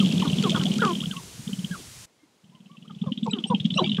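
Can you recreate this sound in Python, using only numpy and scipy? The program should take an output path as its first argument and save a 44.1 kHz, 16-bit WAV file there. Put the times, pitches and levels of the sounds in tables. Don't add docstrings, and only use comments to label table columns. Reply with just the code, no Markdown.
import sys
import numpy as np
from scipy import signal
from scipy.fft import rfft, irfft, next_fast_len
from scipy.io import wavfile
from scipy.ndimage import map_coordinates

SR = 44100
rng = np.random.default_rng(int(sys.argv[2]) if len(sys.argv) > 2 else 0)


def int16_out(signal):
    q = np.round(np.clip(np.atleast_2d(signal).T, -1, 1) * 32767)
    wavfile.write(sys.argv[1], SR, q.astype(np.int16))


N = 4 * SR
MOVE_S = 2.056

# time of the peak in seconds, level in dB, pitch in Hz.
STAMPS = [(0.0071, -8, 198), (0.0332, -16.5, 204), (0.0532, -12, 192), (0.0691, -15.5, 183),
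          (0.1057, -15, 195), (0.1378, -13.5, 235), (0.149, -13, 180), (0.1624, -13, 165),
          (0.174, -15.5, 181), (0.201, -13.5, 183), (0.2274, -16, 180), (0.2576, -32, 201),
          (0.2806, -12, 178), (0.293, -16, 172), (0.3103, -15.5, 180), (0.3347, -12, 176),
          (0.3664, -18.5, 179), (0.3872, -15.5, 225), (0.406, -13, 184), (0.4411, -19, 192),
          (0.456, -13, 188), (0.4931, -17.5, 193), (0.5116, -13.5, 186), (0.5498, -11, 183),
          (0.5688, -21, 175), (0.6011, -14, 170), (0.622, -19, 187), (0.6542, -14.5, 201),
          (0.674, -16, 184), (0.7094, -13.5, 190), (0.7445, -24, 213), (0.7693, -15.5, 209),
          (0.7974, -16.5, 178), (0.825, -19.5, 220), (0.8573, -12.5, 200), (0.9088, -24, 198),
          (0.9342, -20.5, 185), (0.963, -20.5, 208), (0.9875, -24.5, 204), (1.0174, -19.5, 189),
          (1.0446, -24.5, 181), (1.075, -20.5, 181), (1.115, -23, 196), (1.168, -25.5, 182),
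          (1.3974, -27, 173), (1.4775, -20, 181), (1.4988, -27.5, 215), (1.535, -18.5, 194),
          (1.5916, -21.5, 180), (1.647, -20, 181), (1.7142, -20.5, 183), (2.237, -50.5, 295),
          (2.4452, -42, 177), (2.4998, -42, 185), (2.552, -42, 178.4), (2.609, -40, 190), (2.665, -42, 193),
          (2.7154, -38.5, 195), (2.7844, -37, 189), (2.827, -35.5, 187), (2.8832, -34.5, 185),
          (2.9122, -32, 190), (2.9372, -34, 201), (2.969, -32, 173), (3.0224, -18, 188),
          (3.0756, -16.5, 178), (3.122, -17.5, 232), (3.1809, -21, 210), (3.233, -14.5, 211),
          (3.2883, -19, 170), (3.3396, -15.5, 227), (3.3901, -23.5, 223), (3.4473, -21, 210),
          (3.508, -14.5, 186), (3.545, -12, 212), (3.555, -19.5, 199), (3.609, -19.5, 166),
          (3.6556, -11.5, 206), (3.707, -25, 210), (3.728, -22, 172), (3.749, -26, 247), (3.7651, -16, 178),
          (3.823, -13.5, 193), (3.8468, -18, 178), (3.8776, -16, 196), (3.8968, -15, 214),
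          (3.9356, -17.5, 184), (3.9909, -15.5, 185)]
# time of the centre in seconds, level in dB, centre pitch in Hz.
CLICKS = [(0.0035, -17, 2930), (0.05, -25, 3150), (0.062, -24.5, 3140), (0.0913, -28, 3270),
          (0.104, -31, 3170), (0.116, -22, 3170), (0.129, -30, 3240), (0.1588, -27.5, 3040),
          (0.182, -25.5, 3300), (0.201, -28, 2800), (0.21, -27, 2670), (0.2248, -23.5, 3110),
          (0.268, -33, 3250), (0.279, -24, 3500), (0.3015, -22, 3100), (0.3326, -22, 3110),
          (0.373, -35, 3430), (0.3859, -23, 3300), (0.399, -26, 3030), (0.441, -22.5, 3170),
          (0.449, -23, 3180), (0.498, -19, 3580), (0.52, -24, 3350), (0.5469, -23.5, 3100),
          (0.5615, -21, 3200), (0.598, -26.5, 3100), (0.6147, -24, 3250), (0.657, -22, 3340),
          (0.6677, -24, 3360), (0.7196, -23.5, 3130), (0.7598, -26.5, 3040), (0.808, -25.5, 3500),
          (0.8244, -27, 3200), (0.8512, -26, 2930), (0.8805, -28.5, 2980), (0.9087, -28, 3100),
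          (0.9348, -31.5, 3270), (0.9546, -25, 3110), (0.9864, -34, 3180), (1.0067, -23.5, 3040),
          (1.0185, -26, 3300), (1.0398, -26.5, 3000), (1.059, -24.5, 3210), (1.1137, -23, 3270),
          (1.1688, -26.5, 2950), (1.478, -32.5, 3300), (1.533, -28.5, 2860), (1.5923, -35, 3270),
          (1.648, -27, 3120), (1.7132, -36.5, 3230), (2.4454, -55, 3050), (2.4993, -52, 3050),
          (2.5532, -51, 3060), (2.607, -50.5, 3100), (2.6616, -49, 2920), (2.717, -49.5, 3100),
          (2.7715, -45.5, 2920), (2.8275, -44, 3090), (2.8807, -45.5, 3050), (2.9107, -45, 3200),
          (2.95, -44, 3150), (2.9882, -44.5, 3040), (3.018, -35, 3300), (3.0421, -43.5, 2950),
          (3.072, -42, 3500), (3.1233, -26, 3140), (3.1773, -29, 3530), (3.2318, -30, 3420),
          (3.3352, -19, 3140), (3.3883, -26.5, 3170), (3.442, -18.5, 3210), (3.503, -31, 3400),
          (3.5492, -20, 3070), (3.6025, -18, 3400), (3.648, -28.5, 3360), (3.6543, -19.5, 3170),
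          (3.707, -20.5, 3320), (3.7426, -23.5, 3800), (3.7936, -19, 3500), (3.8444, -19.5, 3310),
          (3.8635, -20, 3170), (3.8768, -27, 3330), (3.896, -21, 3640), (3.9187, -20.5, 3300),
          (3.948, -21.5, 3240), (3.97, -14.5, 3140)]
# frequency in Hz, relative level in dB.
SCRAPE_SPECTRUM = [(800, -55), (1900, -14.5), (2400, -8.5), (3100, 14), (3700, 2), (4400, -21.5),
                   (7500, -30.5), (10000, -49.5), (15000, -65)]
# start in seconds, length in seconds, first, middle and last pitch of the glide in
# Hz, level in dB, throat resonance in Hz, added fundamental in dB, roughness from 0 to 1, added
# overtones in dB.
CACKLES = [ (0.242, 0.047, 297, 277.4, 266, -27, 1150, 10, 0.25, -19),
           (0.43, 0.063, 475, 375.5, 319, -28.5, 1150, 0.5, 0.14, -22),
           (0.541, 0.047, 295, 259, 237, -27.5, 1246, -1, 0.52, -16),
           (0.592, 0.05, 320, 276, 270, -35, 1330, 5, 0.3, -11),
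           (0.81, 0.057, 501, 439.2, 346, -22, 1373, -8, 0.37, -21.5),
           (0.848, 0.08, 404, 366, 322, -27, 1120, -8.5, 0.02, -21),
           (1.484, 0.022, 403, 394, 350, -37.5, 1190, 26, 0.54, -37),
           (2.892, 0.029, 452, 406, 380, -45.5, 1200, -29, 0.1, -22),
           (3.029, 0.025, 377, 393, 428, -42, 997, 2.5, 0.48, -28),
           (3.059, 0.042, 562, 522, 480, -37, 1016, 0, 0.31, -20),
           (3.254, 0.039, 550, 461.7, 394, -32, 845, -20, 0.46, -32),
           (3.315, 0.086, 443, 397.2, 303, -41.5, 1186, 7.5, 0.17, -10),
           (3.361, .07, 375, 323.4, 264, -53, 1300, 4, 0.17, -27),
           (3.447, 0.024, 364, 391, 415, -38.5, 795, -11, 0.6, -36),
           (3.496, 0.05, 475, 491, 416, -24, 890, -23, 0.24, -31),
           (3.777, 0.035, 586, 499, 384, -22, 946, -16, 0.31, -30),
           (3.798, 0.038, 368, 352.7, 318, -23, 769, 5.5, 0.32, -6),
           (3.979, 0.022, 434, 365, 300, -29, 1250, 2, 0.65, -13)]
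# start in seconds, length in seconds, first, middle and last pitch in Hz, level in dB.
WHINES = [ (.006, 0.03, 1205, 1240, 950, -38.5), (0.216, 0.022, 1450, 1007, 840, -30),
          (0.314, 0.022, 410, 597, 704, -42), (0.647, 0.029, 447, 686, 740, -40),
          (0.782, 0.045, 1078, 1620, 1340, -38), (1.019, 0.026, 875, 1210, 1560, -48),
          (0.51, 0.03, 470, 643, 620, -39), (1.102, 0.045, 1535, 1485, 970, -46),
          (1.149, 0.055, 946, 1120, 890, -46), (1.707, 0.054, 1590, 1569, 1084, -39),
          (2.19, .06, 2070, 2150, 2060, -75.5), (2.516, 0.072, 904, 1042, 945, -63.5),
          (2.692, 0.069, 1060, 1168, 1086, -59), (2.842, 0.024, 1010, 1210, 1370, -59),
          (3.754, 0.022, 450, 636, 710, -39.5), (3.827, 0.025, 1040, 873, 770, -41),
          (3.858, 0.036, 1570, 1115, 1070, -53)]
# start in seconds, length in seconds, first, middle and last pitch in Hz, levels of
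# harmonics 1, 2 and 3 in dB.
SQUEAKS = [ (3.236, 0.025, 2480, 2630, 2330, -77, -70, -54),
           (3.294, 0.015, 2340, 2484, 2720, -39.5, -52, -62),
           (3.307, 0.014, 3870, 3937, 3770, -31.5, -36, -80),
           (3.468, 0.027, 2690, 2790, 2930, -55, -50, -43.5),
           (3.747, 0.024, 2610, 2760, 3030, -45, -47.5, -48),
           (3.771, 0.014, 2580, 2856, 3120, -17.5, -31.5, -62),
           (3.777, 0.034, 3800, 3963, 3780, -27.5, -63, -74),
           (3.832, 0.03, 2225, 2327, 2385, -35.5, -46, -68)]
# time of the peak in seconds, level in dB.
SNAPS = [(0.06, -34.5), (.125, -32), (.427, -26.5), (0.437, -29.5), (0.497, -29), (0.506, -24.5),
         (0.637, -28.5), (0.74, -30.5), (0.784, -28.5), (0.852, -27.5), (3.266, -44.5), (3.661, -40),
         (3.741, -48)]
# frequency in Hz, relative level in dB.
SNAP_SPECTRUM = [(1000, -25), (2500, 5.5), (4700, 2.5), (6300, -2.5), (7800, -5), (9500, -20), (15000, -42)]
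# time in seconds, level in dB.
RUSTLE_LEVELS = [(0, -34), (.6, -35), (.9, -38.5), (1.2, -51.5), (1.5, -56), (1.8, -48), (2.1, -95.5),
                 (2.45, -75), (2.85, -61.5), (3.1, -55), (3.4, -52.5), (3.7, -49.5), (3.82, -44),
                 (4, -49.5)]
# frequency in Hz, relative level in dB.
FEATHER_SPECTRUM = [(45, -33), (180, 13), (400, 8), (700, -4.5), (1800, -18), (2500, -4), (3200, -0.5),
                    (3800, -3.5), (4400, -8), (7500, -14), (10000, -23), (15000, -44)]
# frequency in Hz, relative level in dB.
FIRST_AIR_SPECTRUM = [(25, -19), (60, -1), (130, -1), (220, -12.5), (350, -15.5), (700, -19), (2100, -18),
                      (3500, -16), (6900, -14), (10200, -18.5), (15500, -32)]
SECOND_AIR_SPECTRUM = [(25, -38), (90, -8), (240, -3), (400, -6.5), (700, -10.5), (1500, -17),
                       (3000, -16.5), (7000, -20), (10000, -25.5), (15500, -37)]
# frequency in Hz, time to fall by 60 dB in seconds.
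FIELD_DECAY = [(150, 0.18), (1000, 0.05), (3200, 0.069), (10000, 0.044)]


def foot_stamps(rise_s=.0051, fall_s=.006, trim_db=-.8):
    out = np.zeros(N)
    t = np.arange(-SR // 40, SR // 25) / SR
    envelope = 1 / np.cosh(t / np.where(t < 0, rise_s, fall_s)) ** 2
    for peak_s, db, hz in STAMPS:
        thump = -amp(db + trim_db) * envelope * np.cos(2 * np.pi * hz * t)
        add(out, peak_s + t[0], ground_echo(thump, echo_db=-12))
    return out


def tail_clicks(gap_s=.001661, ring_s=.00096, scrape_s=.0018, pitch_step=.054, trim_db=-1.5):
    out = np.zeros(N)
    t = np.arange(-SR // 100, SR // 100) / SR
    scrape = noise(SCRAPE_SPECTRUM)
    for centre_s, db, hz in CLICKS:
        offset = int(rng.random() * (N - len(t)))
        click = amp(-7) * pulse(t, scrape_s) * scrape[offset:offset + len(t)]
        for quill in (-1, 0, 1):
            late, detune, size, cycles = rng.standard_normal(4)
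            quill_t = t - gap_s * (quill + .228 * late)
            quill_hz = hz * (1 + pitch_step * quill + .033 * detune)
            gain = amp(-5 * abs(quill) - .5 * size)
            click += gain * pulse(quill_t, ring_s) * np.cos(2 * np.pi * (quill_hz * quill_t + cycles))
        echo_db = -7 if centre_s > MOVE_S else -12
        add(out, centre_s + t[0], ground_echo(amp(db + trim_db) * click, echo_db))
    return out


def cackles(swoop=.22, swoop_s=.006, throat_width_hz=260, throat_tracking=.85, rasp_db=-4):
    out = np.zeros(N)
    harmonic = np.arange(1, 13)[:, None]
    for start, length, first, middle, last, db, throat_hz, fundamental_db, rough, overtone_db in CACKLES:
        t, hz, envelope = glide(length, (first, middle, last), attack_s=.014, release_s=.018)
        hz = hz * (1 + swoop * np.exp(-t / swoop_s))
        phase = jittered_phase(t, hz, depth=.1 * rough, rate=400)
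        resonance_hz = throat_hz * (hz / middle) ** throat_tracking
        partial_hz = harmonic * hz
        formant = 1 / (1 + ((partial_hz - resonance_hz) / throat_width_hz) ** 2) ** 1.5
        formant /= 1 + (partial_hz / (1.12 * resonance_hz)) ** 10
        overtones = amp(overtone_db) / (1 + (partial_hz / (1.6 * resonance_hz)) ** 6)
        gains = formant + amp(fundamental_db) * (harmonic == 1) + overtones
        rasp = unit(wobble(t, rate=600) * np.sin(2 * np.pi * np.cumsum(resonance_hz) / SR))
        shake = 1 + rough * wobble(t, rate=271)
        voice = unit((gains * np.sin(harmonic * phase)).sum(0) * shake)
        call = amp(db) * envelope * unit(voice + amp(rasp_db) * rough * rasp)
        add(out, start, ground_echo(call, echo_db=-6.5))
    return out


def whines(octave_db=-17):
    out = np.zeros(N)
    for start, length, *pitches, db in WHINES:
        t, hz, envelope = glide(length, pitches, attack_s=.01, release_s=.0043)
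        phase = jittered_phase(t, hz, depth=.0029, rate=232)
        voice = unit(np.sin(phase) + amp(octave_db) * np.sin(2 * phase))
        add(out, start, ground_echo(amp(db) * envelope * voice, echo_db=-6.5))
    return out


def squeaks():
    out = np.zeros(N)
    for start, length, first, middle, last, *levels in SQUEAKS:
        t, hz, envelope = glide(length, (first, middle, last), attack_s=.0056, release_s=.0056)
        phase = jittered_phase(t, hz, depth=.008, rate=454)
        voice = sum(amp(db) * np.sin(harmonic * phase) for harmonic, db in enumerate(levels, 1))
        add(out, start, ground_echo(envelope * voice, echo_db=-9.5))
    return out


def wing_snaps(width_s=.0015):
    t = np.arange(N) / SR
    envelope = sum(amp(db) * pulse(t - peak_s, width_s) for peak_s, db in SNAPS)
    return noise(SNAP_SPECTRUM) * envelope


def feather_rustle(barb_hz=4000, crackle_db=3.2, flutter_db=1.8):
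    t = np.arange(N) / SR
    feathers = noise(FEATHER_SPECTRUM)
    barbs = filtered(feathers, lambda hz: hz ** 4 / (hz ** 4 + barb_hz ** 4))
    crackle = unit(amp(crackle_db * wobble(t, rate=700)))
    level_db = np.interp(t, *np.transpose(RUSTLE_LEVELS)) + flutter_db * wobble(t, rate=140)
    return amp(level_db) * (feathers + barbs * (crackle - 1))


def air_hiss(first_db=-45.5, second_db=-64.5, crossfade_s=.008):
    t = np.arange(N) / SR
    first_share = np.clip((MOVE_S - t) / crossfade_s + .5, 0, 1)
    first_air = amp(first_db) * noise(FIRST_AIR_SPECTRUM)
    second_air = amp(second_db) * noise(SECOND_AIR_SPECTRUM)
    return first_share * first_air + (1 - first_share) * second_air


def ground_echo(direct, echo_db, build_s=.0031):
    hz, t, spectra = signal.stft(rng.standard_normal(SR // 5), SR, nperseg=256)
    decay = amp(-60 * t / along(FIELD_DECAY, hz)[:, None])
    tail = signal.istft(spectra * decay, SR, nperseg=256)[1]
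    tail *= 1 - np.exp(-(np.arange(len(tail)) / SR / build_s) ** 2)
    response = amp(echo_db) * tail / np.linalg.norm(tail)
    response[0] = 1
    return signal.fftconvolve(direct, response)


def glide(length, pitches, attack_s, release_s):
    t = np.arange(int(length * SR)) / SR
    parabola = np.polyfit([0, .5, 1], np.log(pitches), 2)
    hz = np.exp(np.polyval(parabola, t / length))
    fade = lambda u: np.sin(np.pi / 2 * np.clip(u, 0, 1)) ** 2
    return t, hz, fade(t / attack_s) * fade((length - t) / release_s)


def jittered_phase(t, hz, depth, rate):
    return 2 * np.pi * np.cumsum(hz * (1 + depth * wobble(t, rate))) / SR


def pulse(t, width_s):
    return np.exp(-.5 * (t / width_s) ** 2)


def wobble(t, rate):
    return map_coordinates(rng.standard_normal(1024), [t * rate], mode="wrap")


def noise(spectrum):
    return unit(filtered(rng.standard_normal(N), lambda hz: amp(along(spectrum, hz))))


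def filtered(x, response):
    size = next_fast_len(N + SR // 2)
    return irfft(rfft(x, size) * response(np.fft.rfftfreq(size, 1 / SR)), size)[:N]


def along(points, hz):
    point_hz, values = np.transpose(points)
    return np.interp(np.log(hz + 1), np.log(point_hz + 1), values)


def amp(db):
    return 10 ** (np.asarray(db) / 20)


def unit(x):
    return x / np.sqrt(np.mean(x ** 2) + 1e-20)


def add(out, start_s, x):
    i = int(round(start_s * SR))
    x = x[max(0, -i):max(0, N - i)]
    out[max(i, 0):max(i, 0) + len(x)] += x


def scene():
    dancers = foot_stamps() + tail_clicks() + cackles() + whines() + squeaks() + wing_snaps()
    return (dancers + feather_rustle() + air_hiss())[None]


def record(dry, bass_hz=55, top_hz=15720):
    return filtered(dry[0], lambda hz: (hz < top_hz) * hz / np.hypot(hz, bass_hz))[None]


dry = scene()
out = record(dry)
int16_out(out)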